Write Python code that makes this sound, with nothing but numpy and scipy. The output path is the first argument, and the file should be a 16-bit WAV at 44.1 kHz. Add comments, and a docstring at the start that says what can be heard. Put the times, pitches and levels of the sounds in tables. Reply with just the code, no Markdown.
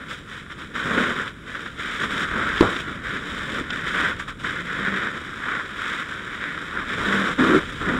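"""A fire hose sprays a burning mobile home, heard from inside a camera's waterproof case close by.
The jet breaks into lumps and drops that splatter and hiss on the wreck and drum on its sheet siding,
swelling and easing as the stream sweeps about. Debris knocks, and one heavy thump overloads the
microphone. Behind it all, the fire rumbles and fine mist hisses at the nozzle."""
import sys
import numpy as np
from scipy import signal
from scipy.fft import rfft, irfft
from scipy.io import wavfile

SR = 44100
rng = np.random.default_rng(int(sys.argv[2]) if len(sys.argv) > 2 else 0)


def transcribe(signal):
    """Save signal, clipped to [-1, 1], as a 16-bit WAV file at the path in sys.argv[1]."""
    frames = np.atleast_2d(signal).T
    limited = np.clip(frames, -1, 1)
    pcm = np.round(limited * 32767).astype(np.int16)
    wavfile.write(sys.argv[1], SR, pcm)


N = 352359
TIME = np.arange(N) / SR

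# The tone of water hitting the wreck. Each row: frequency in Hz, relative level in dB.
WATER_HIT_TONE = [(150, -17), (700, -1), (1400, 3), (3500, -0.5), (12000, -6.5)]


def water():
    """The jet lands in lumps; each lump splatters, throws spray and drums on the siding at once."""
    # The tones of those three sounds. Each row: frequency in Hz, relative level in dB.
    splatter_tone = [(200, -28.5), (600, -12.5), (850, -2.5), (1200, 0), (2200, 0.5), (3000, -2.5),
                     (4500, -4), (15000, -36)]
    spray_tone = [(700, -24), (1500, -28), (2300, -5), (3000, 1), (6000, -1), (10000, 1.5), (15000, 6)]
    drum_tone = [(40, -21), (110, -10), (200, 0.5), (550, -1.5), (850, -4), (1200, -8.5), (2500, -32.5)]
    splatter_gain, spray_gain, drum_gain, hardness_db = sweeping_jet()
    lumps = wander(low_hz=2.9, high_hz=45)
    splatter = with_tone(drops(per_second=1800, spread_db=3.0, mist_db=0), splatter_tone)
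    splatter = brighten(splatter, hardness_db, pivot_hz=1390)  # harder pieces sound brighter
    splatter = flutter(splatter, lumps, depth_db=1.0)
    spray = with_tone(drops(per_second=3500, spread_db=3.5, mist_db=-2.5), spray_tone)
    spray = flutter(spray, lumps, depth_db=0.84)
    drum = with_tone(drops(per_second=700, spread_db=2.5, mist_db=1.5), drum_tone)
    drum = flutter(drum, lumps, depth_db=1.14)
    # A square hit moves the whole panel, so loud drumming sounds deeper.
    extra_db = np.maximum(20 * np.log10(drum_gain) + 28, 0)
    drum = brighten(drum, -0.45 * extra_db, pivot_hz=410)
    return splatter * splatter_gain + spray * spray_gain + drum * drum_gain


def sweeping_jet():
    """The moving stream sets the gains of splatter, spray and drumming, and the hardness it meets."""
    # The steady wash over the wreck. Each row: time in seconds, splatter in dB, spray in dB.
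    wash = [(0, -37.5, -49), (.24, -47, -51.5), (.72, -44.5, -51), (1.0, -35, -38.5), (1.35, -47.5, -54),
            (1.74, -43, -48), (1.95, -34.5, -44.5), (2.6, -25.5, -36), (2.98, -38.5, -49), (3.3, -32, -41),
            (3.66, -35, -46), (3.98, -28.5, -36.5), (4.24, -42, -50.5), (4.37, -48, -55.5),
            (4.66, -38, -42.5), (5.3, -35.5, -44), (6.95, -34, -44), (7.99, -36.5, -39.5)]
    # The jet catches one piece, then slips off. Each row: start and end in seconds, then in dB:
    # splatter, spray, drumming, middle above the ends, end above the start, hardness of the piece.
    surges = [(0.076, 0.158, -38, -36.5, -41, 10, 4, -10), (0.167, 0.19, -41, -44.5, -47, 0, 0, -1),
              (0.273, 0.409, -37, -43, -48, 3.5, 0.5, -2), (0.494, 0.527, -37, -44.5, -55, -0.5, -4, -2),
              (0.572, 0.66, -37.5, -42.5, -47, 2, -6, -4), (.738, 0.845, -28, -38, -35.5, 1.5, -2, -5),
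              (0.836, 1.137, -23.5, -35, -25, 3.5, 0.5, -5.5),
              (1.148, 1.288, -29, -39, -35.5, 1.5, -9.5, -6),
              (1.459, 1.685, -35, -43.5, -41, 2.5, -0.5, -1.5),
              (1.775, 1.982, -31.5, -38.5, -42.5, -0.5, -1, 3.5),
              (1.982, 2.048, -26, -34.5, -33.5, 2, 9, -2), (2.088, 2.24, -28, -35, -34.5, -0.5, 2, -1),
              (2.294, 2.562, -27, -53, -30.5, 6, -7, -9), (2.59, 2.804, -35.5, -37, -39.5, 2.5, 10, 2),
              (2.867, 2.957, -36, -45.5, -39, -0.5, -8, -5), (3.028, 3.173, -33, -42, -41, -2.5, 2, 3),
              (3.252, 3.601, -37.5, -42, -42, -3, 8.5, -2), (3.714, 3.782, -32, -39.5, -38, -1, -5, 4),
              (3.85, 3.91, -29.5, -34, -37, 5.5, 0, 13), (3.93, 4.114, -23, -36.5, -33, 1.5, -1.5, -3),
              (4.183, 4.21, -27, -34, -41, 1.5, -4, -6), (4.27, 4.299, -28.5, -36.5, -45, 1.5, 0, -12),
              (4.381, 4.436, -39, -43, -43, 6, -4, -7), (4.422, 4.523, -27, -37, -35.5, 3.5, 1, -3),
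              (4.51, 4.61, -31.5, -44, -40, 0, 1.5, 1), (4.656, 5.088, -26.5, -44, -33.5, 3, 4, 1),
              (5.116, 5.17, -33, -49, -36.5, 0.5, 1, -1), (5.383, 5.607, -25, -44, -37, 6.5, 8.5, -5.5),
              (5.752, 6.021, -27.5, -38, -45, 4.5, 4, -1.5), (6.085, 6.144, -34.5, -44, -58, 3, 3, -2),
              (6.29, 6.37, -35, -49, -51, 4, 1, 7), (6.388, 6.583, -34.5, -64, -43, 2.5, -5, 12),
              (6.712, 6.823, -27.5, -47, -39, 4, 4, -7.5), (6.868, 6.956, -29, -38.5, -36.5, 2, 3, 4.5),
              (6.962, 7.321, -23.5, -34, -27.5, 3, 2, -7), (7.377, 7.585, -22, -34, -21.5, -0.5, -1, -7),
              (7.795, 7.986, -24.5, -48, -23.5, 6.5, 4, -9.5)]
    times, *wash_levels = np.transpose(wash)
    splatter_db, spray_db = (np.interp(TIME, times, level) for level in wash_levels)
    drum_db = -23.5 + 0.52 * splatter_db  # the wash drums faintly, growing with its splatter
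    power = gain_of([splatter_db, spray_db, drum_db]) ** 2
    hardness_sum = -3 * power[0]  # the wash meets a hardness of -3 dB
    for start, end, *levels_db, arch_db, swell_db, hardness_db in surges:
        surge = gain_of(levels_db)[:, None] ** 2 * surge_power(end - start, arch_db, swell_db)
        for total, part in zip(power, surge):
            add(total, start, part)
        add(hardness_sum, start, hardness_db * surge[0])
    average_hardness_db = hardness_sum / power[0]  # the loudest splatter counts most
    return *np.sqrt(power), average_hardness_db


def surge_power(seconds, arch_db, swell_db, catch_s=0.019, slip_db_per_s=467):
    """A surge rises as the jet catches a piece, holds, and dies quickly once the jet slips off."""
    seconds = max(seconds, catch_s)
    t = TIME[:round(seconds * SR) + SR // 5]
    along = np.minimum(t / seconds, 1) * 2 - 1  # -1 at the start, 1 at the end
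    hold_db = swell_db * along / 2 - arch_db * abs(along) ** 0.88  # an arch with a pointed middle
    rise = np.minimum(t / catch_s, 1)
    fall = gain_of(-slip_db_per_s * np.maximum(t - seconds, 0))
    follows = [1, 0.74, 1.53]  # how strongly splatter, spray and drumming follow the arch
    return (rise * fall * gain_of(np.outer(follows, hold_db))) ** 2


def humming_panels():
    """Each panel hums at its own note, which wavers under the shifting load of water."""
    # The jet stays on a panel. Each row: start and end in seconds, pitch and waver in Hz, level in dB.
    hums = [(.93, 1.105, 234, 19, -33.5), (4.52, 4.797, 179.4, 29, -40.5), (4.76, 5.03, 194, 8, -35.5),
            (7.04, 7.286, 199.2, 15.3, -26.5), (7.374, 7.46, 282.3, 47, -21.5),
            (7.473, 7.607, 305, 11, -20.5), (7.484, 7.597, 370.4, 28, -20), (7.858, 8.05, 249, 8.2, -30.5)]
    out = np.zeros(N)
    for start, end, hz, waver_hz, db in hums:
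        count = round((end - start) * SR)
        pitch = hz + waver_hz / 2 * wander(low_hz=1.8, high_hz=25)[:count]
        note = np.sin(2 * np.pi * (np.cumsum(pitch) / SR + rng.random()))
        add(out, start, gain_of(db) * unit_level(note) * signal.windows.tukey(count, 0.6))
    return out


def water_slaps():
    """Big lumps of water slap the wreck."""
    # Each row: start in seconds, level in dB, seconds to fade by 60 dB.
    slaps = [(.108, -27.5, 0.16), (.498, -33, .1), (.736, -31, .2), (.975, -16.5, 0.11),
             (1.035, -16.5, 0.11), (1.195, -19.5, 0.075), (1.270, -27, .07), (1.465, -40, 0.12),
             (1.548, -25, .07), (1.658, -23, 0.063), (3.606, -27, .05), (3.868, -25, 0.09),
             (4.045, -17.5, 0.12), (4.289, -24.5, 0.055), (4.439, -23.5, 0.31), (4.654, -30, .07),
             (5.552, -19, 0.044), (6.440, -33, .07), (6.545, -23.5, 0.053), (6.575, -29, 0.054),
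             (7.125, -12, 0.066), (7.385, -25, 0.57), (7.884, -20, 0.095)]
    return bursts(slaps, WATER_HIT_TONE, rise_s=0.0019)


def fat_drops():
    """Single fat drops smack close by; each is one click that rings the case."""
    # Each row: start in seconds, peak level in dB.
    smacks = [(.4645, -32), (2.058, -17), (3.761, -17), (4.8505, -15), (4.873, -16), (4.973, -17),
              (5.0725, -13), (5.8625, -17), (5.938, -16), (6.440, -13), (6.5775, -18), (7.806, -26)]
    out = np.zeros(N)
    ring = with_tone(signal.unit_impulse(SR // 20), WATER_HIT_TONE)
    for start, db in smacks:
        add(out, start, gain_of(db) * ring / abs(ring).max())
    return out


def bright_ticks():
    """Short, bright ticks and cracks: a sharp splash, small impacts and the crack of the big thump."""
    # Each row: start in seconds, level in dB, seconds to fade by 60 dB.
    ticks = [(1.277, -26.5, 0.047), (2.579, -18.5, .03), (2.609, -8, 0.014), (2.627, -19, 0.012),
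             (2.765, -17.5, 0.019), (3.704, -16, 0.031), (4.972, -25, 0.026), (7.084, -21.5, .05)]
    # The tone of a tick. Each row: frequency in Hz, relative level in dB.
    tick_tone = [(300, -7), (1500, -2), (3200, 12.5), (6000, 3), (12000, -9)]
    return bursts(ticks, tick_tone, rise_s=0.00065)


def debris_thumps():
    """Heavy pieces thump with a few fast-dying swings; the siding clatters after the biggest thump."""
    # Each row: start in seconds, level in dB, pitch in Hz, seconds to fade by 60 dB.
    thumps = [(2.6085, 11.5, 345, .0185), (2.6268, -2, 560, .009), (3.611, -19, 300, .035)]
    # The tone of shaken siding. Each row: frequency in Hz, relative level in dB.
    clatter_tone = [(30, -6), (90, 0), (250, -4), (500, -0.5), (850, 0), (1200, -2.5), (1700, -16),
                    (3000, -35)]
    out, t = np.zeros(N), TIME[:SR // 10]
    for start, db, hz, fade_s in thumps:
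        add(out, start, -gain_of(db - 60 * t / fade_s) * np.sin(2 * np.pi * hz * t))
    clatter_start_s, clatter_db, clatter_fade_s = 2.616, -13.5, 0.34
    return out + bursts([(clatter_start_s, clatter_db, clatter_fade_s)], clatter_tone, rise_s=0.0019)


def fire_rumble():
    """The fire and the stirred air make a deep noise that slowly swells and eases."""
    # The tone of the rumble. Each row: frequency in Hz, relative level in dB.
    rumble_tone = [(10, -28), (28, -4.5), (55, -2), (90, -3.5), (150, -2.5), (300, -9), (700, -44.5),
                   (2000, -49), (12000, -75)]
    # Its loudness. Each row: time in seconds, level in dB.
    swells = [(0, -44), (.45, -44.5), (1, -40.5), (1.55, -45.5), (2, -42.5), (2.35, -35), (2.7, -40),
              (2.95, -40), (3.95, -39.5), (4.4, -41), (5.6, -46), (6.6, -45), (7, -36.5), (7.25, -43),
              (7.5, -38), (7.7, -38), (7.92, -34)]
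    rumble = with_tone(rng.standard_normal(N), rumble_tone, through_case=False)
    return rumble * gain_of(np.interp(TIME, *np.transpose(swells)))


def nozzle_mist(level_db=-66):
    """Fine mist around the nozzle gives a faint hiss that never lets up."""
    # The tone of the hiss. Each row: frequency in Hz, relative level in dB.
    mist_tone = [(2000, -35), (6000, -12), (10000, 4), (15000, 5)]
    return gain_of(level_db) * with_tone(rng.standard_normal(N), mist_tone)


def case_gain(hz):
    """The closed case lets some frequencies through to the microphone better than others."""
    # Where the case rings. Each row: frequency in Hz, width in Hz, level in dB.
    rings = [(219, 377, -3.5), (446, 344, -7.5), (1199, 486, -8.5), (1450, 340, -1), (1700, 604, -2.5),
             (2080, 930, -10.5), (3130, 410, -15.5), (3438, 300, -14), (3724, 330, -15), (5030, 660, -28.5),
             (5630, 520, -26.5), (6600, 730, -30), (7380, 880, -29), (8440, 1040, -34.5), (10020, 810, -40),
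             (11400, 350, -45.5), (12500, 990, -53), (15500, 850, -53)]
    # Narrow bands it muffles. Each row: frequency in Hz, width in Hz, change in dB.
    dips = [(827, 180, -5), (2745, 110, -4), (6100, 220, -5)]

    def bump(centre, width):
        return 1 / (1 + (2 * (hz - centre) / width) ** 2)

    ring_power = sum((gain_of(db) * bump(centre, width)) ** 2 for centre, width, db in rings)
    dip_db = sum(db * bump(centre, width) for centre, width, db in dips)
    return np.sqrt(ring_power) * gain_of(dip_db)


def drops(per_second, spread_db, mist_db):
    """Separate drops of uneven size land among countless tiny ones."""
    size = gain_of(spread_db * np.minimum(rng.exponential(1, N), 4.5))
    hits = size * rng.choice([-1, 1], N) * (rng.random(N) < per_second / SR)
    return unit_level(unit_level(hits) + gain_of(mist_db) * rng.standard_normal(N))


def bursts(rows, tone, rise_s):
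    """Short showers of impacts, made from noise, start sharply and die away."""
    loudness, t = np.zeros(N), TIME[:SR // 2]
    shower = with_tone(rng.standard_normal(N), tone)
    for start, db, fade_s in rows:
        add(loudness, start, gain_of(db - 60 * t / fade_s) * (1 - np.exp(-t / rise_s)))
    return loudness * shower


def with_tone(sound, tone, through_case=True):
    """Shapes a sound with a tone table and, if asked, the case; its level comes out as 1."""
    hz = np.fft.rfftfreq(8192, 1 / SR)
    tone_hz, tone_db = np.transpose(tone)
    gain = gain_of(np.interp(np.log(hz + 1), np.log(tone_hz), tone_db))
    if through_case:
        gain *= case_gain(hz)
    # Build a filter that rings only after each hit, never before it.
    log_gain = np.log(np.r_[gain, gain[-2:0:-1]] + 1e-6)
    spectrum = np.exp(np.conj(signal.hilbert(log_gain)))
    ring = np.fft.ifft(spectrum).real[:len(hz)]
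    return unit_level(signal.oaconvolve(sound, ring)[:len(sound)])


def brighten(sound, tilt_db, pivot_hz):
    """Turns the highs up and the lows down; a negative tilt does the opposite."""
    lows = signal.sosfiltfilt(signal.butter(4, pivot_hz, fs=SR, output="sos"), sound)
    return lows * gain_of(-tilt_db / 2) + (sound - lows) * gain_of(tilt_db / 2)


def flutter(sound, lumps, depth_db):
    """Makes the loudness flutter with the lumps while the overall level stays at 1."""
    return unit_level(sound * gain_of(depth_db * lumps))


def wander(low_hz, high_hz):
    """A random wobble, mostly between two rates."""
    hz = np.fft.rfftfreq(N, 1 / SR)
    cut_slow = hz ** 2 / (hz ** 2 + low_hz ** 2)
    cut_fast = 1 / np.sqrt(1 + (hz / high_hz) ** 2) / (1 + (hz / (10 * high_hz)) ** 2)
    return unit_level(irfft(rfft(rng.standard_normal(N)) * cut_slow * cut_fast, N))


def gain_of(db):
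    """Turns decibels into a number to multiply by."""
    return 10 ** (np.asarray(db) / 20)


def unit_level(sound):
    """Scales a sound so that its average (root mean square) level is 1."""
    return sound / np.sqrt(np.mean(sound ** 2) + 1e-20)


def add(mix, start_s, sound):
    """Mixes a sound in at its start time."""
    part = mix[round(start_s * SR):][:len(sound)]
    part += sound[:len(part)]


def scene():
    """Water, debris and fire, mixed into one channel."""
    hits = water_slaps() + bright_ticks()
    hose = water() + humming_panels() + fat_drops()
    return (hose + hits + debris_thumps() + fire_rumble() + nozzle_mist())[None]


def record(dry):
    """The overloaded microphone flattens the big thump's peaks; then the highest treble is cut."""
    ceiling, top_hz = 0.67, 15750
    flattened = np.clip(dry, -ceiling, ceiling)
    treble_cut = signal.firwin(511, top_hz, window=("kaiser", 9), fs=SR)
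    return signal.oaconvolve(flattened, treble_cut[None], "same")


dry = scene()
out = record(dry)
transcribe(out)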